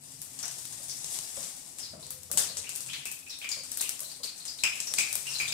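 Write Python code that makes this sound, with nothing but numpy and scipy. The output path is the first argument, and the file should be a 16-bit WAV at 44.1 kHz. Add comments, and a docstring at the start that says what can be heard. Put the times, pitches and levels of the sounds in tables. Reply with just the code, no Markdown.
"""Seeds cracking in hot oil

Seeds crack and splutter in a steel pan, in a tiled kitchen that rings after every burst. Each crack,
bursting steam pocket and dull knock is a short noise burst through resonances, plus a decaying noise tail.
Tiny bubbles fizz as a random stream of snaps; a low hum wavers in steady air noise.
The left microphone port faces the pan and is brighter."""
import sys
import numpy as np
from scipy import signal
from scipy.fft import rfft, irfft, next_fast_len
from scipy.io import wavfile
from scipy.ndimage import uniform_filter1d, map_coordinates

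SR = 44100
rng = np.random.default_rng(int(sys.argv[2]) if len(sys.argv) > 2 else 0)


def generate_wav(signal):
    """Clip the signal to [-1, 1] and save it as 16-bit WAV at the path in sys.argv[1]."""
    frames = np.transpose(np.atleast_2d(signal))
    scaled = np.clip(frames, -1, 1) * 32767
    pcm = np.round(scaled).astype(np.int16)
    wavfile.write(sys.argv[1], SR, pcm)


N = 243873
TIME = np.arange(N) / SR  # seconds


def amp(db):
    """Turn dB into gain."""
    return 10 ** (np.asarray(db) / 20)


def unit(x):
    """Scale x to rms 1."""
    return x / np.sqrt(np.mean(x ** 2) + 1e-20)


def along(points, hz):
    """Read a curve of (Hz, value) points, straight between points on a log frequency axis."""
    point_hz, value = np.transpose(points)
    return np.interp(np.log(hz + 1), np.log(point_hz + 1), value)


def curves(rows):
    """Draw one value per sample for each column after the time."""
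    seconds, *columns = np.transpose(rows)
    return [np.interp(TIME, seconds, column) for column in columns]


def wobble(rate):
    """Draw a smooth random curve with this many knots a second."""
    knots = rng.standard_normal(int(N * rate / SR) + 4)
    return map_coordinates(knots, [TIME * rate])


def filtered(x, response):
    """Multiply the spectrum of x by a response of frequency, padded so that tails do not wrap round."""
    size = next_fast_len(x.shape[-1] + 4096)
    spectrum = rfft(x, size) * response(np.fft.rfftfreq(size, 1 / SR))
    return irfft(spectrum, size)[..., :x.shape[-1]]


def peak(hz, centre_hz, width_hz):
    """Give the response of one causal resonance, with gain 1 at its centre."""
    damping = 1j * hz * width_hz
    return damping / (centre_hz ** 2 - hz ** 2 + damping)


# The crackling seeds. Each row: start in seconds, level in dB, room tail against direct sound in dB,
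# sharpness in dB (extra treble from about 11 kHz up).
SEED_CRACKS = [(0.2162, -25.5, 1, 11.5), (0.389, -26, 4.5, -32), (0.428, -29, -6, 11), (0.4547, -26, 1, -8),
               (0.48, -26.5, 0, -12), (0.5114, -30.5, 6, -4), (0.584, -31, 7, 2), (0.6528, -27.5, 1, 6),
               (0.7246, -31, 6, -3), (1.0434, -23, -0.5, -48), (1.1434, -26, 5, -2), (1.1876, -22, -2, -6),
               (1.4291, -28, 6.5, -14), (1.7849, -28, 5.5, -4), (2.0656, -33, -2, 2),
               (2.1049, -23, 1.5, 12.5), (2.232, -32, -2, 12), (2.3142, -18.5, 3.5, 10.5),
               (2.3735, -11, 6.5, 0.5), (2.569, -22, 5.5, -23), (2.6919, -23, 2.5, 1), (2.7532, -26, -4, 7),
               (2.7591, -22, 2, 10), (2.8057, -26.5, 4, 4), (2.8618, -30.5, 7.5, -12),
               (3.0542, -24.5, 4.5, 8), (3.1143, -24.5, 3, 12), (3.19, -35, 4, 13), (3.3874, -32.5, 2, 11),
               (3.4435, -41, -10, -21), (3.4899, -24, 3, -37), (3.515, -24, -2.5, -39), (3.635, -33, 8, -6),
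               (3.7168, -22, -1, 8.5), (3.7721, -19, 1, 12.5), (3.809, -17.5, -2.5, 1),
               (3.813, -16, 1, 11.5), (3.8918, -17, -1.5, 7), (3.993, -27, -7, 0), (4.0039, -22, 0.5, 18.5),
               (4.031, -32, 3, -5), (4.116, -32.5, 1, 3), (4.2357, -28, 8.5, -3), (4.378, -36.5, 9.5, -3),
               (4.4521, -29, 8, -33), (4.6366, -13.5, -2, -40), (4.7553, -30, 5, -4),
               (4.8018, -18.5, 0.5, -30), (4.8732, -30.5, 5, -67), (4.9374, -16, 0.5, -6),
               (4.9852, -13.5, 4.5, -27), (5.1272, -18, 1, 8), (5.1538, -14.5, -2, 13),
               (5.2676, -28, 4, -16), (5.3057, -33, 13.5, -18), (5.385, -27.5, 8.5, -58),
               (5.4778, -28, 10.5, -30)]
# Basic tone of every crack. Each row: frequency in Hz, level per Hz in dB.
CRACK_COLOUR = [(120, -20), (200, -13), (491, -11.5), (836, -12), (2330, -9), (2560, -6), (3490, -3.5),
                (5230, -0.5), (7970, -3), (13600, -11.5), (16000, -23)]
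SEED_HZ, SEED_HZ_PER_DB = 8540, 31  # where a seed rings; sharper cracks ring higher
RISE_S = 0.0012  # a crack peaks this soon
BODY_DB, BODY_PER_DB = -11.5, 0.24  # body below 2 kHz; it grows with sharpness


def pops():
    """A husk splits: a short crack, answered at once by the pan wall, brightest where the seed rings."""
    out, t = np.zeros((2, N + SR)), TIME[:1024]
    snap = (t / RISE_S) ** 2 * np.exp(-2 * t / RISE_S)
    pan_answer = 0.2 * np.interp(t - .002, t, snap, left=0)  # 2 ms later
    crack = snap + pan_answer
    for (s, db, wet_db, sharp_db), tail in zip(SEED_CRACKS, tails(count=len(SEED_CRACKS))):
        seed_hz = SEED_HZ + SEED_HZ_PER_DB * sharp_db
        body_db = BODY_DB + BODY_PER_DB * sharp_db

        def colour(hz):
            body = amp(body_db) / (1 + (hz / 1800) ** 4)
            edge = amp(sharp_db) / (1 + (11000 / (hz + 1)) ** 6)
            ring = peak(hz, seed_hz, 0.31 * seed_hz)
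            return amp(along(CRACK_COLOUR, hz)) * (.5 + ring + body + edge)

        add(out, s, db, crack, colour, tail, wet_db, swell=0.0012)
    return out[:, :N]


# Steam pockets bursting in the oil. Each row: start in seconds, level in dB, pitch in Hz, width in Hz.
STEAM_POCKETS = [(0.429, -29.5, 5680, 1100), (0.434, -37.5, 1520, 2500), (0.895, -30.5, 5530, 2600),
                 (1.8, -37, 5420, 790), (1.829, -32.5, 4950, 800), (1.851, -40, 4170, 800),
                 (2.027, -39, 4300, 1300), (2.488, -33, 4430, 1500), (2.643, -39.5, 2450, 600),
                 (2.668, -36, 2730, 500), (2.885, -37, 2520, 410), (2.897, -32.5, 3220, 700),
                 (2.932, -28.5, 3100, 3020), (3.056, -32, 2560, 350), (3.265, -39, 2560, 345),
                 (3.295, -33.5, 5440, 900), (3.304, -34.5, 4130, 1100), (3.325, -37.5, 3750, 500),
                 (3.413, -35, 2470, 500), (3.423, -34, 2970, 900), (3.443, -29.5, 2340, 350),
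                 (3.489, -31, 6860, 700), (3.515, -26.5, 4760, 905), (3.587, -37, 4660, 900),
                 (3.796, -31.5, 4100, 1200), (3.823, -34, 2530, 900), (3.846, -36.5, 2950, 800),
                 (4.041, -38, 4100, 400), (4.1, -37, 4480, 925), (4.232, -27.5, 4500, 1080),
                 (4.257, -45, 2540, 495), (4.29, -38, 4340, 500), (4.401, -38, 4170, 600),
                 (4.479, -30.5, 4990, 1010), (4.587, -34, 4040, 700), (4.635, -16, 2540, 670),
                 (4.647, -42, 2380, 500), (4.87, -28, 5630, 497), (4.969, -33, 4600, 800),
                 (4.982, -19, 2430, 350), (5.058, -34.5, 2330, 350), (5.255, -37.5, 2510, 400),
                 (5.268, -29, 2750, 253), (5.288, -32, 5520, 490), (5.335, -30.5, 4870, 600),
                 (5.348, -27, 4110, 400), (5.399, -20.5, 2400, 313), (5.478, -28, 3680, 610),
                 (5.522, -24.5, 4940, 700), (5.522, -27.5, 2500, 400)]
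# Overtone level of a 2.5 kHz, -34 dB pocket; lower and louder ones have more.
OVER_DB, OVER_DB_PER_OCTAVE, OVER_PER_DB = -21, -18, 0.7


def pockets():
    """A steam pocket rings at its pitch as it bursts; lower and louder ones carry stronger overtones."""
    out, t = np.zeros((2, N + SR)), TIME[:1500]
    push = np.exp(-t / 0.012) * (1 - np.exp(-t / 0.00031))
    for (s, db, pitch, width), tail in zip(STEAM_POCKETS, tails(count=len(STEAM_POCKETS))):
        over_db = OVER_DB + OVER_DB_PER_OCTAVE * np.log2(pitch / 2500) + OVER_PER_DB * (db + 34)

        def ring(hz):
            note = peak(hz, pitch, width) ** 2
            skirt = amp(-16) * peak(hz, pitch, 4 * width)
            second = amp(0.5) * peak(hz, 2 * pitch, 1.2 * width) ** 2
            third = peak(hz, 3.05 * pitch, 0.5 * width) ** 2
            hiss = amp(-27.5)  # equal at all frequencies
            return note + skirt + amp(over_db) * (second + third) + hiss

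        add(out, s, db, push, ring, tail, wet_db=4, swell=0.004)
    return out[:, :N]


# Something knocking dully. Each row: start in seconds, level in dB, pitch in Hz.
DULL_KNOCKS = [(0.441, -43.5, 710), (0.799, -49.5, 585), (1.371, -37, 537), (1.933, -38, 635),
               (1.948, -46, 530), (2.029, -50, 473), (2.299, -42, 570), (2.336, -37.5, 600),
               (2.497, -42, 547), (2.586, -46, 462), (3.567, -44, 530), (4.015, -44.5, 570),
               (4.2, -47, 517), (4.911, -46, 547), (5.151, -49.5, 533)]
THUD_DB, THUD_PER_DB = -6.5, 1.26  # thud under a -43.5 dB knock; harder knocks thud more


def knocks():
    """A dull knock is a short hollow note with one weaker overtone, over a thud."""
    out, t = np.zeros((2, N + SR)), TIME[:2600]
    blow = amp(-60 * t / 0.093) * (1 - np.exp(-t / 0.00063))
    for (s, db, pitch), tail in zip(DULL_KNOCKS, tails(count=len(DULL_KNOCKS))):
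        thud_db = THUD_DB + THUD_PER_DB * (db + 43.5)

        def body(hz):
            note = peak(hz, pitch, 182) ** 2
            overtone = amp(-8.5) * peak(hz, 2.02 * pitch, 190)
            thud = amp(thud_db) * peak(hz, 174, 82)
            return (note + overtone + thud) / (1 + (hz / 1500) ** 4)

        add(out, s, db, blow, body, tail, wet_db=-1, swell=0.016)
    return out[:, :N]


# How the fizz rises and falls. Each row: time in seconds, relative level in dB.
FIZZ_LEVEL = [(0.0, -45), (0.26, -47), (0.85, -40.5), (1.38, -38.5), (1.7, -47.5), (2.2, -49.5),
              (2.65, -48), (2.94, -49), (3.14, -54.5), (3.57, -48), (3.91, -41.5), (4.25, -52.5),
              (4.7, -46.5), (5.14, -38.5), (5.53, -43.5)]
# Tone of the fizz. Each row: frequency in Hz, level per Hz in dB.
BUBBLE_COLOUR = [(410, -19.5), (700, -18.5), (830, -17), (1350, -23), (2530, -16), (3070, -17.5),
                 (3280, -16), (4860, -11), (8100, -4), (13700, -14), (16000, -23)]


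def fizz():
    """Thousands of tiny bubbles snap at random, some louder than the rest; the room blurs them."""
    level_db, = curves(FIZZ_LEVEL)
    loudness = amp(np.minimum(3 * rng.exponential(size=N), 12))
    size = loudness * (rng.random(N) < 900 / SR)  # about 900 snaps a second
    snaps = unit(uniform_filter1d(size, size=44) * rng.standard_normal((2, N)))  # 1 ms of noise each
    snaps *= amp(level_db + 2 * wobble(25))
    wet = signal.fftconvolve(snaps, tails(count=1)[0], axes=1)[:, :N]
    heard = amp(-6) * snaps + wet

    def colour(hz):
        return amp(along(BUBBLE_COLOUR, hz))

    colour_rms = np.sqrt(np.mean(colour(np.linspace(0, SR / 2, num=500)) ** 2))
    return amp(-3.0) * filtered(heard, colour) / colour_rms


# How the hum wavers. Each row: time in seconds, low tone level in dB, upper tone level in dB.
HUM_LEVELS = [(0.0, -72, -61), (1.14, -70, -63.5), (1.57, -73, -84), (1.96, -65, -65.5), (2.55, -61, -60),
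              (2.77, -77, -70), (2.94, -71, -54), (3.12, -72, -85), (4.51, -77, -79), (5.27, -72, -62.5),
              (5.53, -64, -57)]
# The two hum tones, low then upper. Each row: centre in Hz, width in Hz.
HUM_TONES = [(86, 21), (135, 41)]
# Tone of the kitchen air. Each row: frequency in Hz, level per Hz in dB before scaling to rms 1.
AIR_COLOUR = [(12, -50), (20, -13), (54, -19), (69, -21.5), (141, -1), (218, -9.5), (264, -5.5),
              (312, -10.5), (691, -15), (871, -15), (1240, -22.5), (3000, -19), (3900, -56), (6600, -120)]
AIR_DB = -64  # centre of a slow random drift
# A faint tone swells and fades, centred on LINGER_S.
LINGER_S, LINGER_LONG_S, LINGER_HZ, LINGER_DB = 2.153, 0.12, 512.5, -61.5


def fuzzy_tone(centre_hz, width_hz):
    """Noise through a narrow resonance makes a tone of unsteady strength, here at rms 1."""
    return unit(filtered(rng.standard_normal((2, N)), lambda hz: peak(hz, centre_hz, width_hz) ** 2))


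def kitchen():
    """Filtered air noise, and a hum of two fuzzy tones that come and go over a faint third."""
    air = unit(filtered(rng.standard_normal((2, N)), lambda hz: amp(along(AIR_COLOUR, hz))))
    sound = amp(AIR_DB + 1.6 * wobble(3.9)) * air
    sound += amp(-72) * fuzzy_tone(263.2, 18)
    for (centre, width), level_db in zip(HUM_TONES, curves(HUM_LEVELS)):
        sound += amp(level_db) * fuzzy_tone(centre, width)
    swell_and_fade = np.exp(-((TIME - LINGER_S) / LINGER_LONG_S) ** 2)
    return sound + amp(LINGER_DB) * swell_and_fade * fuzzy_tone(LINGER_HZ, 30)


# How long the tiled room rings. Each row: frequency in Hz, time to fall by 60 dB in seconds.
ROOM_DECAY = [(400, 0.38), (3000, 0.55), (8000, 0.34), (15000, 0.31)]


def tails(count):
    """Stereo room tails of energy 1: noise where each frequency dies at its own speed, in ragged patches."""
    noise = rng.standard_normal((count, 2, SR * 2 // 5))
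    hz, t, z = signal.stft(noise, SR, nperseg=256)
    patches = rng.standard_normal((count, 1) + z.shape[2:])
    patches = uniform_filter1d(patches, size=4, axis=2)  # along frequency
    patches = uniform_filter1d(patches, size=5, axis=3)  # along time
    ragged_db = 2.2 * unit(patches)
    decay_db = -60 * t / along(ROOM_DECAY, hz)[:, None]
    tail = signal.istft(z * amp(ragged_db + decay_db), SR, nperseg=256)[1]
    return tail / np.linalg.norm(tail, axis=-1, keepdims=True)


def add(out, s, db, envelope, colour, tail, wet_db, swell):
    """Add a coloured noise burst, and from the first wall on its room tail, swelling as echoes pile up."""
    burst = filtered(rng.standard_normal((2, len(envelope))) * envelope, colour)
    strength = amp(db) * np.linalg.norm(envelope) / envelope.max() / 2
    at = round(s * SR)
    out[:, at:at + len(envelope)] += strength * burst / np.linalg.norm(burst, axis=1, keepdims=True)
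    build_up = 1 - np.exp(-TIME[:tail.shape[1]] / swell)  # swell in seconds
    wet = filtered(tail * build_up, colour)
    at += round(.003 * SR)  # the first wall answers after 3 ms
    out[:, at:at + wet.shape[1]] += strength * amp(wet_db) * wet / np.linalg.norm(wet, axis=1, keepdims=True)


# How alike left and right are. Each row: frequency in Hz, likeness (1 is the same, 0 unrelated).
LIKENESS = [(35, 0.073), (80, 0.92), (180, 0.82), (550, 0.34), (1650, 0.074), (4970, 0.053), (15000, -0.18)]


def pair(x):
    """Two signals become left and right by weighting mid against side, most alike in the bass."""
    def mid_side(hz):
        turn = np.arccos(np.clip(along(LIKENESS, hz), -1, 1)) / 2
        return np.sqrt(2) * np.array([np.cos(turn), np.sin(turn)])

    mid, side = filtered(x, mid_side)
    return np.array([mid + side, mid - side]) / np.sqrt(2)


def scene():
    """Pan sounds over the kitchen."""
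    return pair(pops() + pockets() + knocks() + fizz() + kitchen())


# Balance of the two microphone ports. Each row: frequency in Hz, left minus right in dB.
PORT_BALANCE = [(35, 10), (70, 6.5), (110, -1), (200, 3.5), (380, 3.5), (700, 4.5), (1290, 4.5),
                (2380, 3.0), (4400, 4.5), (8120, 12.5), (15000, 0)]
EDGE_HZ, TOP_HZ = 15750, 16640  # the top band is 28 dB down above the first, silent from the second


def record(dry):
    """The two ports differ in brightness; the top band drops, then stops."""
    def response(hz):
        ports = amp(np.outer([.5, -.5], along(PORT_BALANCE, hz)))  # half the difference each way
        edge = np.where(hz > EDGE_HZ, amp(-28), 1) * (hz < TOP_HZ)
        return ports * edge

    return filtered(dry, response)


dry = scene()
out = record(dry)
generate_wav(out)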